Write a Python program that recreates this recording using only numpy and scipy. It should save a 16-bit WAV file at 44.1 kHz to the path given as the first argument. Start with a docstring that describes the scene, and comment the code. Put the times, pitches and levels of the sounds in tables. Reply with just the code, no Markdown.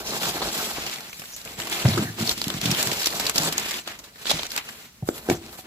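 """Crumpled newspaper rustles and drags on cardboard as a hand pulls it out of a box, close to a
hand-held pair of microphones. The rustle is swarms of tiny creases; big folds snap as they buckle.
A sheet of card scrapes out in the first second, and the box booms, knocks and clacks when bumped.
The shaking microphones rumble; a small room answers and hums faintly."""
import sys
import numpy as np
from scipy import signal
from scipy.fft import rfft, irfft, next_fast_len
from scipy.io import wavfile

SR = 44100
rng = np.random.default_rng(int(sys.argv[2]) if len(sys.argv) > 2 else 0)


def to_wav(sig):
    """Store sig (one row per channel, or 1-D mono) as 16-bit WAV at the path in sys.argv[1].

    Samples outside -1..1 are clipped; the rate is SR.
    """
    pcm = np.clip(np.atleast_2d(sig), -1, 1) * 32767
    pcm = np.round(pcm).astype(np.int16)
    wavfile.write(sys.argv[1], SR, pcm.T)  # frames by channels


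N = 249606
T = np.arange(N) / SR


def from_db(db):
    """Level to gain."""
    return 10 ** (np.asarray(db) / 20)


def unit_rms(x):
    """Scale to rms 1."""
    return x / np.sqrt(np.mean(x ** 2) + 1e-20)


def curve(rows):
    """(t/s, value) points to one value per sample."""
    return np.interp(T, *np.transpose(rows))


def butter(x, kind, hz, order=4):
    """Butterworth filter."""
    return signal.sosfilt(signal.butter(order, hz, kind, fs=SR, output="sos"), x)


def band(x, low_hz, high_hz):
    """Band-pass."""
    return butter(x, "band", [low_hz, high_hz], order=2)


def coloured(x, spectrum):
    """Minimum-phase filter with an (f/Hz, level/dB) response."""
    hz, db = np.transpose(spectrum)
    grid_hz = np.linspace(0, SR / 2, 513)
    gain = from_db(np.interp(np.log(grid_hz + 1), np.log(hz), db))
    taps = signal.minimum_phase(signal.firwin2(2047, grid_hz, gain ** 2, fs=SR), n_fft=2 ** 15)
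    return signal.fftconvolve(x, taps[None], axes=-1)[..., :x.shape[-1]]


def drift(rate_hz):
    """Slow random wander, rms 1."""
    hop = 40
    pole = np.exp(-2 * np.pi * rate_hz * hop / SR)
    slow = signal.lfilter([1], [1, -2 * pole, pole * pole], rng.standard_normal(N // hop + 2002))[2000:]
    return np.interp(np.arange(N) / hop, np.arange(len(slow)), unit_rms(slow))


def ring(force, hz, t60_s):
    """One mode: a unit click starts a decaying sine of height 1."""
    r, w = from_db(-60 / (t60_s * SR)), 2 * np.pi * hz / SR
    return signal.lfilter([0, np.sin(w)], [1, -2 * r * np.cos(w), r * r], force + 1e-18)


def to_mics(x, lag_s):
    """Stereo pair; the left hears x later by lag_s."""
    return np.array([np.interp(T - lag_s / 2, T, x), np.interp(T + lag_s / 2, T, x)])


def puffs(per_s, t60_s, spread_db, clump_db=5.0):
    """Buckles or slips of uneven size, in random clumps; each is a short puff of noise."""
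    born = rng.random(N) < per_s * from_db(clump_db * drift(25.)) / SR
    sizes = born * from_db(spread_db * np.minimum(rng.exponential(1, N), 4.5))
    power_decay = from_db(-120 / (t60_s * SR))
    power = signal.lfilter([1], [1, -power_decay], sizes ** 2 + 1e-18)
    return np.sqrt(power) * rng.standard_normal(N)


# Hand tugs: t/s, length/s, rustle level/dB, change over tug/dB,
# then re rustle: dull part/dB, fizz/dB, box panels/dB, box bottom/dB
TUGS = [(0.0, 0.0535, -36, -13.5, -11.5, -2.5, 4.5, 4), (0.07, 0.1052, -33, 3.5, -15, -5.5, -2, -3),
        (0.221, 0.076, -28.5, 0.5, -16, -5, -0.5, -6), (0.322, 0.0565, -34.5, 1, -8, -4.5, 0, -8.5),
        (0.406, 0.0855, -34, 4, -16.5, -8, -2, -7.5), (0.529, 0.2116, -30.5, -3.5, -10.5, -3, -4.5, -6.5),
        (0.769, 0.1772, -34.5, -1.5, -4, -6.5, -6.5, -8), (0.972, 0.1266, -43, -3, -3, -3, -2, -18),
        (1.13, 0.214, -47.5, 2, -7, 0, -8.5, -13.5), (1.374, 0.049, -43, -4.5, -7, -3, -10, -17.5),
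        (1.458, 0.0904, -41.5, -3, -4, -2.5, -2.5, -28.5), (1.594, 0.134, -36.5, -6, -2.5, -3, -1.5, -1),
        (1.72, 0.111, -30.5, -3, -3.5, -5, -3.5, -6.5), (1.855, 0.18, -31.5, -2.5, -4.5, -5.5, 0, 2),
        (2.035, 0.144, -41.5, -6, -4, -2.5, -4, 2.5), (2.198, 0.0279, -30.5, 1.5, -8.5, -6, -3, 1),
        (2.258, 0.0554, -32, 5, -14, -5.5, -3.5, -3.5), (2.378, 0.058, -36, -0.5, -15, -8.5, -15, -4.5),
        (2.458, 0.127, -36.5, -0.5, -5.5, -6, -4, -3), (2.632, 0.1086, -30, -1.5, -5, -8, -2.5, -1.5),
        (2.744, 0.0646, -37, 9, -3, -3, -8, -5), (2.792, 0.139, -28.5, -4, -11.5, -5, -2, -4),
        (2.938, 0.084, -33.5, 5, -10, -4, -4.5, -11), (3.041, 0.0297, -35, 7.5, -9, -8, -8.5, -11),
        (3.097, 0.0757, -36.5, 9.5, -30.5, -4.5, -2.5, -4), (3.205, 0.1017, -31, -2.5, -5, -5.5, -2.5, -10),
        (3.363, 0.1246, -27, 1, -29.5, -6, -2, -14.5), (3.507, 0.078, -40.5, 1, 2.5, -7, -8.5, 1),
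        (3.585, 0.08, -32.5, -4, -1, -5.5, -6.5, -6.5), (3.685, 0.1023, -32, -2, -4, -6, -9, -10),
        (3.886, 0.0683, -38, -10.5, 2, -7.5, -3.5, -5), (4.031, 0.059, -58, -0.5, 1, -10, 4, -13.5),
        (4.171, 0.0547, -53, 12, -5, -3, -3.5, -7.5), (4.273, 0.0655, -30.5, 0, -7.5, -12.5, -10, -10.5),
        (4.358, 0.1045, -31.5, -6.5, -5.5, -10.5, -6.5, -10.5),
        (4.504, 0.036, -41.5, 5.5, -8.5, -5, -6, -7.5), (4.572, 0.0203, -35, -3.5, 3.5, -6.5, -4, -30.5),
        (4.653, 0.205, -46, -3.5, -3, -2, -4, -6.5), (5.084, 0.03, -44, -8.5, -14, 4.5, -2, -19),
        (5.15, 0.0327, -45, 1.5, -10, 3, 2.5, -4), (5.214, 0.117, -54, 10, -5.5, 3, 7, 7.5),
        (5.308, 0.134, -34, -26.5, -7, -6.5, -5.5, -3.5), (5.436, 0.0578, -50, 3.5, -5.5, -6, -0.5, 5),
        (5.528, 0.026, -49.5, 0.5, -7, 4, 4, -13), (5.588, 0.017, -44.5, -2, -6.5, 2, -6.5, -12.5),
        (5.657, 0.018, -54.5, -7, 1.5, -10, 4.5, 10.5)]

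def tug_levels_db():
    """Tugs swell, hold, let go; the sheet unfolds on softly. Gives rustle, dull, fizz, panels, bottom."""
    attack_s, release_db_per_s = 0.0481, 465
    settle_db, settle_db_per_s = -28, 11
    power, t = 1e-12, T[::20]
    for start_s, length_s, db, change_db, *parts_db in TUGS:
        swell = np.clip(1 + (t - start_s) / attack_s, 0, 1) ** 2
        hold = from_db(db + change_db * np.clip((t - start_s) / length_s, 0, 1))
        after_s = np.maximum(t - start_s - length_s, 0)
        release = from_db(np.maximum(-release_db_per_s * after_s, settle_db - settle_db_per_s * after_s))
        power = power + (swell * hold * release * from_db([0, *parts_db])[:, None]) ** 2
    return [np.interp(T, t, db) for db in 10 * np.log10(power)]


# Colour of sheet and microphones: f/Hz, level/dB
PAPER_SPECTRUM = [(410, -29), (700, -8.5), (1200, -5), (1630, -4), (2600, 0), (4200, 3), (5240, 1.5),
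                  (6200, -2.5), (7540, -0.5), (8700, -10), (12400, -2.5), (15250, -3.5), (15800, -10)]
# Ring of each part of the sheet: f/Hz
PART_HZ = [1648, 2780, 3450, 4250, 5930, 6196, 7640, 11300]
# Place of each part: left lag/s
PART_LAG_S = [-.00042, .0002, -.00008, -.0003, .0001, -.00015, .0005, .00004]

def rustle(level_db, dull_db, fizz_db):
    """Creases, lone crinkles and dry ticks all over the sheet; slack paper is dull, taut paper fizzes."""
    swarm = 0
    for hz, lag_s in zip(PART_HZ, PART_LAG_S):
        creases = unit_rms(puffs(per_s=500, t60_s=0.0322, spread_db=2.5))
        small_folds = puffs(per_s=13, t60_s=0.0223, spread_db=1.3)
        crinkles = from_db(-14) * unit_rms(band(small_folds, hz / 1.3, hz * 1.3))
        ticks = from_db(-11) * unit_rms(puffs(per_s=40, t60_s=0.0099, spread_db=1.78))
        bend_gain = 0.425 * from_db(8.5 * drift(rate_hz=9.1))   # rings more or less as it bends
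        ringing = bend_gain * band(creases, hz / 1.115, hz * 1.1035)
        swarm = swarm + to_mics(creases + ringing + crinkles + ticks, lag_s)
    swarm = coloured(swarm, PAPER_SPECTRUM)
    dull = unit_rms(butter(swarm, "low", 2400))
    middle = unit_rms(band(band(swarm, 2000, 9500), 2000, 9500))
    fizz = unit_rms(butter(swarm, "high", 8500))
    return from_db(level_db) * (from_db(dull_db) * dull + middle + from_db(fizz_db) * fizz)


# Box modes: f/Hz, level/dB, usual t60/s
BOX_MODES = [(109.93, -17, 0.346), (127.7, -6, 0.1104), (160, -2.5, 0.0955), (193.3, 8.5, 0.0162),
             (200.4, -4, 0.141), (239.99, 2.5, 0.0542), (276.3, 5.5, 0.0764), (338.3, 1, 0.1137),
             (368.4, 6, 0.0272), (411.6, 2, 0.0382), (475.7, 9, 0.0262), (620.1, 3, 0.0773),
             (734.8, 8.5, 0.0301), (744.7, -3.5, 0.1246), (923, -8, 0.0052), (1029, -18.5, 0.0113),
             (1310, -5, 0.0127), (1530, -4.5, 0.0226), (2010, -13, 0.0079), (2280, -13.5, 0.0134)]

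def drag(panels_db, bottom_db):
    """Paper slides over the box in small slips that rasp and drive its damped modes."""
    t60_share = 0.342   # paper lying on the card damps it
    slips = unit_rms(puffs(per_s=1200, t60_s=0.00844, spread_db=2.9, clump_db=2.5))
    modes = np.zeros((len(BOX_MODES), N))
    for m, (hz, db, t60_s) in enumerate(BOX_MODES):
        coupling = (-1) ** m * (hz / 200) ** 0.457   # light paper moves low modes least
        modes[m] = from_db(db) * coupling * ring(slips, hz, t60_share * t60_s)
    deep = np.array(BOX_MODES)[:, 0] < 240
    rasp = band(puffs(per_s=1200, t60_s=0.007, spread_db=3.14, clump_db=2.5), 293, 1846)
    panels = unit_rms(unit_rms(modes[~deep].sum(0)) + 0.828 * unit_rms(rasp))
    bottom = unit_rms(modes[deep].sum(0))
    return from_db(bottom_db) * bottom + from_db(panels_db) * panels


# Card sliding out of the box: t/s, level/dB
SCRAPE_LEVEL = [(0.0, -46), (0.06, -57), (0.11, -42), (0.224, -43), (0.256, -37), (0.332, -45),
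                (0.406, -39.5), (0.42, -26), (0.444, -47.5), (0.466, -34.5), (0.532, -64), (0.592, -36.5),
                (0.762, -43), (0.78, -34.5), (0.82, -51), (1.05, -59)]
# Card resonances: f/Hz, width/Hz, level/dB
CARD_BANDS = [(826, 204, 0.5), (1050.5, 146, 0), (1310, 220, -3.5), (1505, 285, -6.5)]

def scrape():
    """Dense slips of card on card rasp hollowly through its broad resonances."""
    silent_s = SCRAPE_LEVEL[-1][0] + .1
    level_db = curve(SCRAPE_LEVEL + [(silent_s, -90)])
    slips = puffs(per_s=900, t60_s=0.021, spread_db=3.47)
    rasp = sum(from_db(db) * band(slips, hz - width_hz / 2, hz + width_hz / 2)
               for hz, width_hz, db in CARD_BANDS)
    return to_mics(from_db(level_db) * unit_rms(rasp), lag_s=0.000136)


# Handling rumble: t/s, level/dB
SHAKE_LEVEL = [(0.0, -44.5), (0.22, -68), (0.28, -51.5), (0.38, -55.5), (0.49, -46), (0.55, -74),
               (0.6, -54), (0.71, -65.5), (0.77, -42.5), (0.98, -68.5), (1.83, -53), (1.84, -50.5),
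               (2.27, -63), (2.32, -40.5), (2.38, -59), (2.49, -52.5), (2.95, -56.5), (3.0, -59.5),
               (3.51, -51), (3.55, -57.5), (4.22, -66), (4.32, -47.5), (4.93, -79), (5.03, -50.5),
               (5.14, -55.5), (5.26, -56.5), (5.31, -38.5), (5.44, -55.5), (5.5, -58), (5.66, -75.5)]

def shake():
    """The hand-held microphones shake: deep lumpy noise, slightly different in each."""
    mid, side = band(rng.standard_normal((2, N)), 42, 76)
    side = 0.24 * side
    return from_db(curve(SHAKE_LEVEL)) * unit_rms(np.array([mid + side, mid - side]))


# Noise floor: f/Hz, level/dB
HUM_SPECTRUM = [(15, -27), (25, -40.5), (76, -9.5), (219, -7.5), (420, -23.5), (1590, -28), (8520, -27.5),
                (9240, -30.5), (15100, -27), (16300, -13)]

def hum(level_db=-45):
    """Steady room and microphone noise, alike on both sides in the bass."""
    mid, side = rng.standard_normal((2, N))
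    side = butter(side, "high", 500, order=2)
    return from_db(level_db) * unit_rms(coloured(np.array([mid + side, mid - side]), HUM_SPECTRUM))


def room(x, t60_s=0.258, wall_cut_hz=2260):
    """Wall echoes: eight feedback delays a side, duller on every round."""
    size = next_fast_len(N + SR)
    hz = np.arange(size // 2 + 1) * SR / size
    wall = 1 / (1 + 1j * hz / wall_cut_hz)
    response = np.zeros((2, len(hz)), complex)
    for k, lag_s in enumerate(rng.uniform(.006, .03, 16)):
        delay = np.exp(-2j * np.pi * hz * round(lag_s * SR) / SR)
        trip = from_db(-60 * lag_s / t60_s) * wall * delay
        response[k % 2] += trip / (1 - trip) * (-1) ** (k // 2)
    shared_bass = 1 / (1 + 1j * hz / 600)   # the microphones are close together
    mid = response.mean(0)
    response = mid + (1 - shared_bass) ** 2 * (response - mid)
    return irfft(response * rfft(x, size), size)[:, :N]


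# Sharp snaps of paper folds and clacks on the box:
# t/s, level/dB, f/Hz, pitched band re broad noise/dB, t60/s, body re level/dB
SNAPS = [(.0777, -34.5, 7400, -7, 0.021, -14.5), (.23, -20.5, 3120, 10, 0.063, -14.5),
         (.4165, -20.5, 3700, 6.5, 0.085, -2.5), (.486, -22.5, 4800, 2.5, 0.023, -20),
         (.545, -21.5, 4600, -0.5, 0.044, -28), (.575, -18, 5020, -6.5, 0.0565, -21.5),
         (.8621, -19, 2050, -10, 0.052, -17.5), (.8967, -18.5, 3100, -6.5, 0.0127, -16.5),
         (.915, -24.5, 5230, 2.5, 0.0125, -30.5), (.927, -27.5, 2400, -1, 0.014, -21.5),
         (.937, -20.5, 6710, 8.5, 0.0114, -28.5), (.9587, -18.5, 3540, -3, 0.0165, -26.5),
         (.984, -25, 1900, 9.5, 0.0121, -23), (1.0056, -24, 4120, -17, 0.032, -17.5),
         (1.129, -25.5, 2480, 6.5, 0.023, -10), (1.169, -33, 7400, 9.5, 0.019, -18.5),
         (1.1946, -24, 5460, -2.5, 0.035, -13.5), (1.218, -25.5, 2530, 3, 0.026, -10),
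         (1.238, -30, 1600, 8, 0.0226, -23.5), (1.255, -30.5, 3290, 10, 0.021, -22.5),
         (1.362, -23.5, 7260, 2, 0.053, -25.5), (1.382, -30.5, 6500, 5.5, 0.0156, -29.5),
         (1.4135, -27.5, 3700, -3.5, 0.04, -26), (1.4498, -21.5, 7260, 2, 0.024, -35),
         (1.4744, -25.5, 2600, 6.5, 0.0223, -22.5), (1.5898, -26, 1590, -14, 0.03, -16.5),
         (1.5998, -15.5, 1673, -3, 0.028, -33.5), (1.618, -21.5, 3020, 11.5, .02, -18.5),
         (1.6697, -19, 2070, -10, 0.047, -14.5), (1.6983, -16.5, 7360, 5.5, 0.0133, -18),
         (1.8256, -18, 3030, 11.5, 0.0133, -21), (1.8517, -19, 1780, 14, 0.0486, -1.5),
         (1.8851, -15, 5060, 6.5, 0.026, -9), (1.9395, -23, 4100, 6, 0.019, -20.5),
         (1.974, -12.5, 1370, -1, 0.068, -29.5), (2.185, -32, 3580, 4.5, 0.03, 1.5),
         (2.2739, -11.5, 4610, 17, 0.0176, -33.5), (2.2924, -6, 4130, 6, 0.0234, -21.5),
         (2.312, -13, 4800, 5.5, 0.026, -14.5), (2.325, -22.5, 6500, 3, 0.0088, -30),
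         (2.377, -20, 3800, -14, 0.027, -16), (2.4153, -8.5, 4490, 1, 0.0184, -20),
         (2.4407, -12.5, 3190, -5, 0.022, -32), (2.4812, -13.5, 6560, -21.5, 0.014, -50),
         (2.5015, -13, 3530, 1, 0.0157, -11.5), (2.5389, -20, 1594, -2, 0.033, -31),
         (2.6135, -12, 3600, -15, 0.019, -30), (2.6549, -10.5, 3460, -1, 0.0445, -35.5),
         (2.7055, -11.5, 3500, 3.5, 0.017, -31.5), (2.7125, -6.5, 5620, -3, 0.0335, -36),
         (2.7464, -13, 3404, 0, 0.0345, -21.5), (2.7939, -27, 2750, -9, 0.062, -25.5),
         (2.8275, -4.5, 7590, -0.5, 0.0181, -18.5), (2.8722, -9, 5200, -1, 0.0098, -12.5),
         (2.9135, -12.5, 1700, -7, 0.0454, -18.5), (2.929, -13, 2460, -18.5, 0.0496, -22.5),
         (2.9941, -20.5, 4870, 4, 0.086, -15), (3.031, -16, 4500, 5.5, 0.016, -29),
         (3.0423, -14, 4080, -0.5, 0.026, -30.5), (3.057, -6.5, 5720, -4.5, 0.044, -28),
         (3.0695, -7, 4960, -2, 0.019, -15), (3.105, -21.5, 4290, 5, 0.0216, -16.5),
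         (3.1254, -20, 4120, 3.5, 0.016, -3), (3.1958, -10, 4540, -18, 0.0505, -16),
         (3.2545, -18.5, 5000, 5, 0.017, -15.5), (3.2655, -7.5, 4200, 0.5, 0.021, -20),
         (3.2695, -13.5, 4120, 7.5, 0.019, -22), (3.288, -26, 6500, -0.5, 0.014, -21.5),
         (3.2956, -3.5, 8070, -2, 0.0158, -23), (3.3575, -11, 4200, -7.5, 0.032, -13.5),
         (3.3803, -2.5, 5170, 7.5, 0.0075, -18), (3.3826, -4.5, 6530, 4, 0.0112, -20),
         (3.434, -11.5, 7300, -2.5, .01, -31.5), (3.5225, -13, 5530, -16.5, 0.058, -19),
         (3.5798, -5, 6480, 6, 0.0113, -21.5), (3.597, -18.5, 6500, -1, 0.0197, -19.5),
         (3.6598, -25.5, 2240, -1, 0.0223, -6.5), (3.708, -15.5, 3480, -7, 0.038, -18),
         (3.716, -20.5, 2180, 1.5, 0.0253, -12.5), (3.741, -18, 3300, 5, 0.017, -24),
         (3.76, -25, 2260, 6, 0.0235, -24.5), (3.787, -23.5, 2740, 10.5, 0.0314, -16),
         (3.8745, -19.5, 3400, 0, 0.029, -13), (3.9883, -27.5, 6260, -1.5, 0.0576, -17),
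         (3.997, -31, 4960, -8.5, 0.0284, -12.5), (4.0356, -32, 3570, -8.5, 0.128, -19.5),
         (4.1568, -32, 1800, 4, 0.029, -14), (4.2558, -16.5, 4030, 3, 0.013, -12),
         (4.269, -12, 3560, 14, 0.02, -23), (4.2925, -10.5, 3630, -1.5, 0.097, -19.5),
         (4.3045, -3.5, 3520, -7, 0.0323, -29), (4.3126, -5.5, 3630, -3.5, 0.0351, -23),
         (4.3923, -16.5, 3560, 17.5, 0.0213, -9.5), (4.432, -13, 4000, -10.5, 0.0133, -14),
         (4.4533, -20.5, 4170, 0.5, 0.0115, -7.5), (4.4665, -20, 5970, -1.5, 0.0077, -18.5),
         (4.5052, -22.5, 5010, 14, .015, -26.5), (4.517, -16, 4730, -2, 0.0214, -23),
         (4.563, -12, 4700, -8, 0.0148, -27), (4.575, -13, 2570, -7.5, 0.044, -36),
         (4.6865, -24.5, 1666, -0.5, 0.059, -20.5), (5.0744, -29.5, 7600, 11, 0.028, -9.5),
         (5.0882, -17, 1600, -3, 0.0144, -1), (5.2988, -9, 2060, -3.5, 0.0175, -10.5),
         (5.3137, -40, 1550, 23, 0.027, 5), (5.462, -29, 1996, -16, 0.014, -9.5),
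         (5.5283, -28, 4030, -0.5, 0.0141, -20.5), (5.591, -32.5, 2320, 4.5, 0.019, -9.5)]

def snaps(sheet_fizz_db):
    """Paper folds buckle, knocks on the box clack: broad bursts with a pitched band and a duller body."""
    crack_db, crack_t60_s = -7.5, 0.001
    fizz_at_4khz_db, fizz_db_per_octave = 3.5, 4.5
    out, size = np.zeros((2, N)), round(.12 * SR)
    t = np.arange(size) / SR
    noise = rng.standard_normal((len(SNAPS), 5, size))
    shared_broad, shared_pitched, body_noise = noise[:, :1], noise[:, 1], noise[:, 2]
    per_mic = noise[:, 3:]   # each microphone hears partly its own burst
    broad = coloured((shared_broad + 4.45 * per_mic).reshape(-1, size), PAPER_SPECTRUM)
    broad = unit_rms(broad).reshape(-1, 2, size)
    dull, fizz = butter(broad, "low", 8500), butter(broad, "high", 8500)
    for k, (start_s, level_db, hz, pitched_db, t60_s, body_db) in enumerate(SNAPS):
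        at = round(start_s * SR)
        rise_s = 0.05136 * t60_s   # long snaps rise slowly
        crack = from_db(crack_db - 60 * np.abs(t - rise_s) / crack_t60_s)
        decay = from_db(-60 * np.maximum(t - rise_s, 0) / t60_s)
        envelope = np.clip(t / rise_s, 0, 1) * decay * (1 + crack)
        reach_hz = 187 + 0.0636 * hz
        pitched = band(shared_pitched[k] + 1.1 * per_mic[k, :, ::-1], hz - reach_hz, hz + reach_hz)
        fizz_db = sheet_fizz_db[at] + fizz_at_4khz_db + fizz_db_per_octave * np.log2(hz / 4000)
        burst = envelope * (dull[k] + from_db(fizz_db) * fizz[k] + from_db(pitched_db) * unit_rms(pitched))
        burst /= np.max(np.abs(burst), axis=1).mean()
        body = envelope * unit_rms(band(body_noise[k], 229, 1260))
        snap = from_db(level_db) * (burst + from_db(body_db) * body)
        left_at = at + round(SR * PART_LAG_S[k % len(PART_LAG_S)])
        out[0, left_at:left_at + size] += snap[0, :N - left_at]
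        out[1, at:at + size] += snap[1, :N - at]
    return out


# Bumps on the box: t/s, level/dB, best excited f/Hz, spread/octaves, t60 re usual t60/ratio
BUMPS = [(.123, -25, 400, 0.22, 1.07), (.274, -50.5, 394, 0.22, 1.1), (.356, -25.5, 376, 0.17, 0.7),
         (.406, -26, 427, 0.112, 0.8), (.475, -23, 400, 0.48, 1.1), (.56, -40, 334, 0.26, 1.2),
         (.585, -26.5, 326, 0.24, 1.25), (.628, -27.5, 433, 0.104, 0.97), (.675, -31.5, 200, 0.294, 1.1),
         (.783, -23.5, 378, 0.32, 0.7), (.864, -32, 634, 0.39, 0.83), (1.193, -39.5, 175.4, 0.186, 1.52),
         (1.461, -50, 117, 0.25, .96), (1.584, -28.5, 144, 0.35, 1.08), (1.85, -5, 124.8, 0.187, 1.23),
         (1.884, -10, 152, 0.294, 0.69), (1.915, -21, 111, 0.15, 1.7), (1.851, -27, 770, 0.102, 1.1),
         (1.945, -24.5, 130, 0.225, 1.1), (1.973, -16.5, 345, 0.155, 1.56), (1.981, -16, 355, 0.156, 0.76),
         (1.992, -13, 150, 0.415, 0.67), (2.022, -18.5, 240.4, 0.17, 1.24), (2.05, -22.5, 125, 0.367, 1.33),
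         (2.098, -26, 151, 0.302, 1.17), (2.207, -20, 137, 0.417, 1.72), (2.225, -19.5, 152, 0.425, 0.81),
         (2.4695, -17.5, 191, 0.334, 1.18), (2.544, -22.5, 151, 0.242, 0.97),
         (2.566, -22.5, 168.5, 0.234, 1.55), (2.63, -25.5, 150, 0.23, 1.32),
         (2.656, -15.5, 171, 0.524, 2.3), (2.672, -18.5, 141.7, 0.15, 1.73),
         (2.695, -18, 143.7, 0.268, 1.25), (2.719, -21.5, 153, 0.195, 0.62),
         (2.865, -24.5, 135.5, 0.218, 1.5), (2.921, -16.5, 490, 0.228, 0.346),
         (3.399, -27, 157.7, 0.138, 3.64), (3.441, -28, 151, 0.061, 2.73),
         (3.479, -38.5, 158.4, 0.16, 1.06), (3.868, -42.5, 337, 0.13, 1.2),
         (4.313, -12.5, 686, 0.167, 0.35), (4.335, -24, 144, 0.086, 1.53), (5.025, -19, 137.1, 0.136, 0.59),
         (5.025, -58, 780, 0.137, 0.89), (5.0885, -10, 356, 0.293, 0.32), (5.0885, -27, 1400, 0.47, 0.94),
         (5.288, -12.5, 387, 0.28, 2.38), (5.2882, -17, 1260, 0.36, 1.24), (5.2985, -8, 351, 0.25, 0.55),
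         (5.2992, -17.5, 2020, 0.25, 0.75), (5.31, -11.5, 344, 0.096, 0.76), (5.318, -17, 325, 0.45, 0.49),
         (5.321, -18, 143.7, 0.227, 1.1), (5.314, -19, 770, 0.1, 0.45), (5.352, -34.5, 339, 0.087, 2.8),
         (5.415, -35, 336, 0.073, 1.13), (5.589, -34.5, 803, 0.068, 0.76)]

def knocks():
    """A bump rings the box modes, most of all near one pitch, shorter or longer than their usual t60."""
    contact_cycles, floor_share = 0.322, 0.0347
    out, size = np.zeros(N), round(.45 * SR)
    t = np.arange(size) / SR
    hz, mode_db, t60_s = np.transpose(BOX_MODES)[:, :, None]
    scatter_db = rng.normal(0, 1.5, (len(BUMPS), len(BOX_MODES), 1))
    for k, (start_s, level_db, best_hz, octaves, t60_ratio) in enumerate(BUMPS):
        share = np.exp(-.5 * (np.log2(hz / best_hz) / octaves) ** 2) + floor_share
        envelopes = share * from_db(mode_db + scatter_db[k] - 60 * t / (t60_ratio * t60_s))
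        contact = 1 - np.exp(-t * best_hz / contact_cycles)   # deep bumps start softly
        bump = -contact * (envelopes * np.sin(2 * np.pi * hz * t)).sum(0)
        bump /= np.max(np.abs(bump))
        at = round(start_s * SR)
        out[at:at + size] += from_db(level_db) * bump[:N - at]
    return out


# Sheet position: t/s, left minus right level/dB
SHEET_PAN = [(0.0, 0.0), (2.25, 0.5), (2.43, 0), (2.47, 0.0), (3.69, 0), (3.78, 0.5), (3.97, -0.5),
             (4.22, 0.0), (4.29, -2.5), (4.36, 0.0), (4.9, 0.5), (5.09, -0.5), (5.5, 1), (5.58, -0.5),
             (5.66, 2)]

def scene():
    """Paper, box and card near the microphones, in a small room."""
    room_db = -16.5
    rustle_db, dull_db, fizz_db, panels_db, bottom_db = tug_levels_db()
    crackle = rustle(rustle_db, dull_db - rustle_db, fizz_db - rustle_db) + snaps(fizz_db - rustle_db)
    pan_db = curve(SHEET_PAN)
    crackle *= from_db([pan_db / 2, -pan_db / 2])
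    box = butter(knocks() + drag(panels_db, bottom_db), "high", 88)   # small panels radiate no deep bass
    near = crackle + to_mics(box, lag_s=0.0001625) + scrape()
    return near + from_db(room_db) * room(near.mean(0)) + hum() + shake()


def record(dry):
    """Round the peaks, cut the top treble."""
    ceiling, cutoff_hz = .9, 16500
    rounded = ceiling * np.tanh(dry / ceiling)
    return signal.sosfilt(signal.cheby2(12, 70, cutoff_hz, fs=SR, output="sos"), rounded)


dry = scene()
out = record(dry)
to_wav(out)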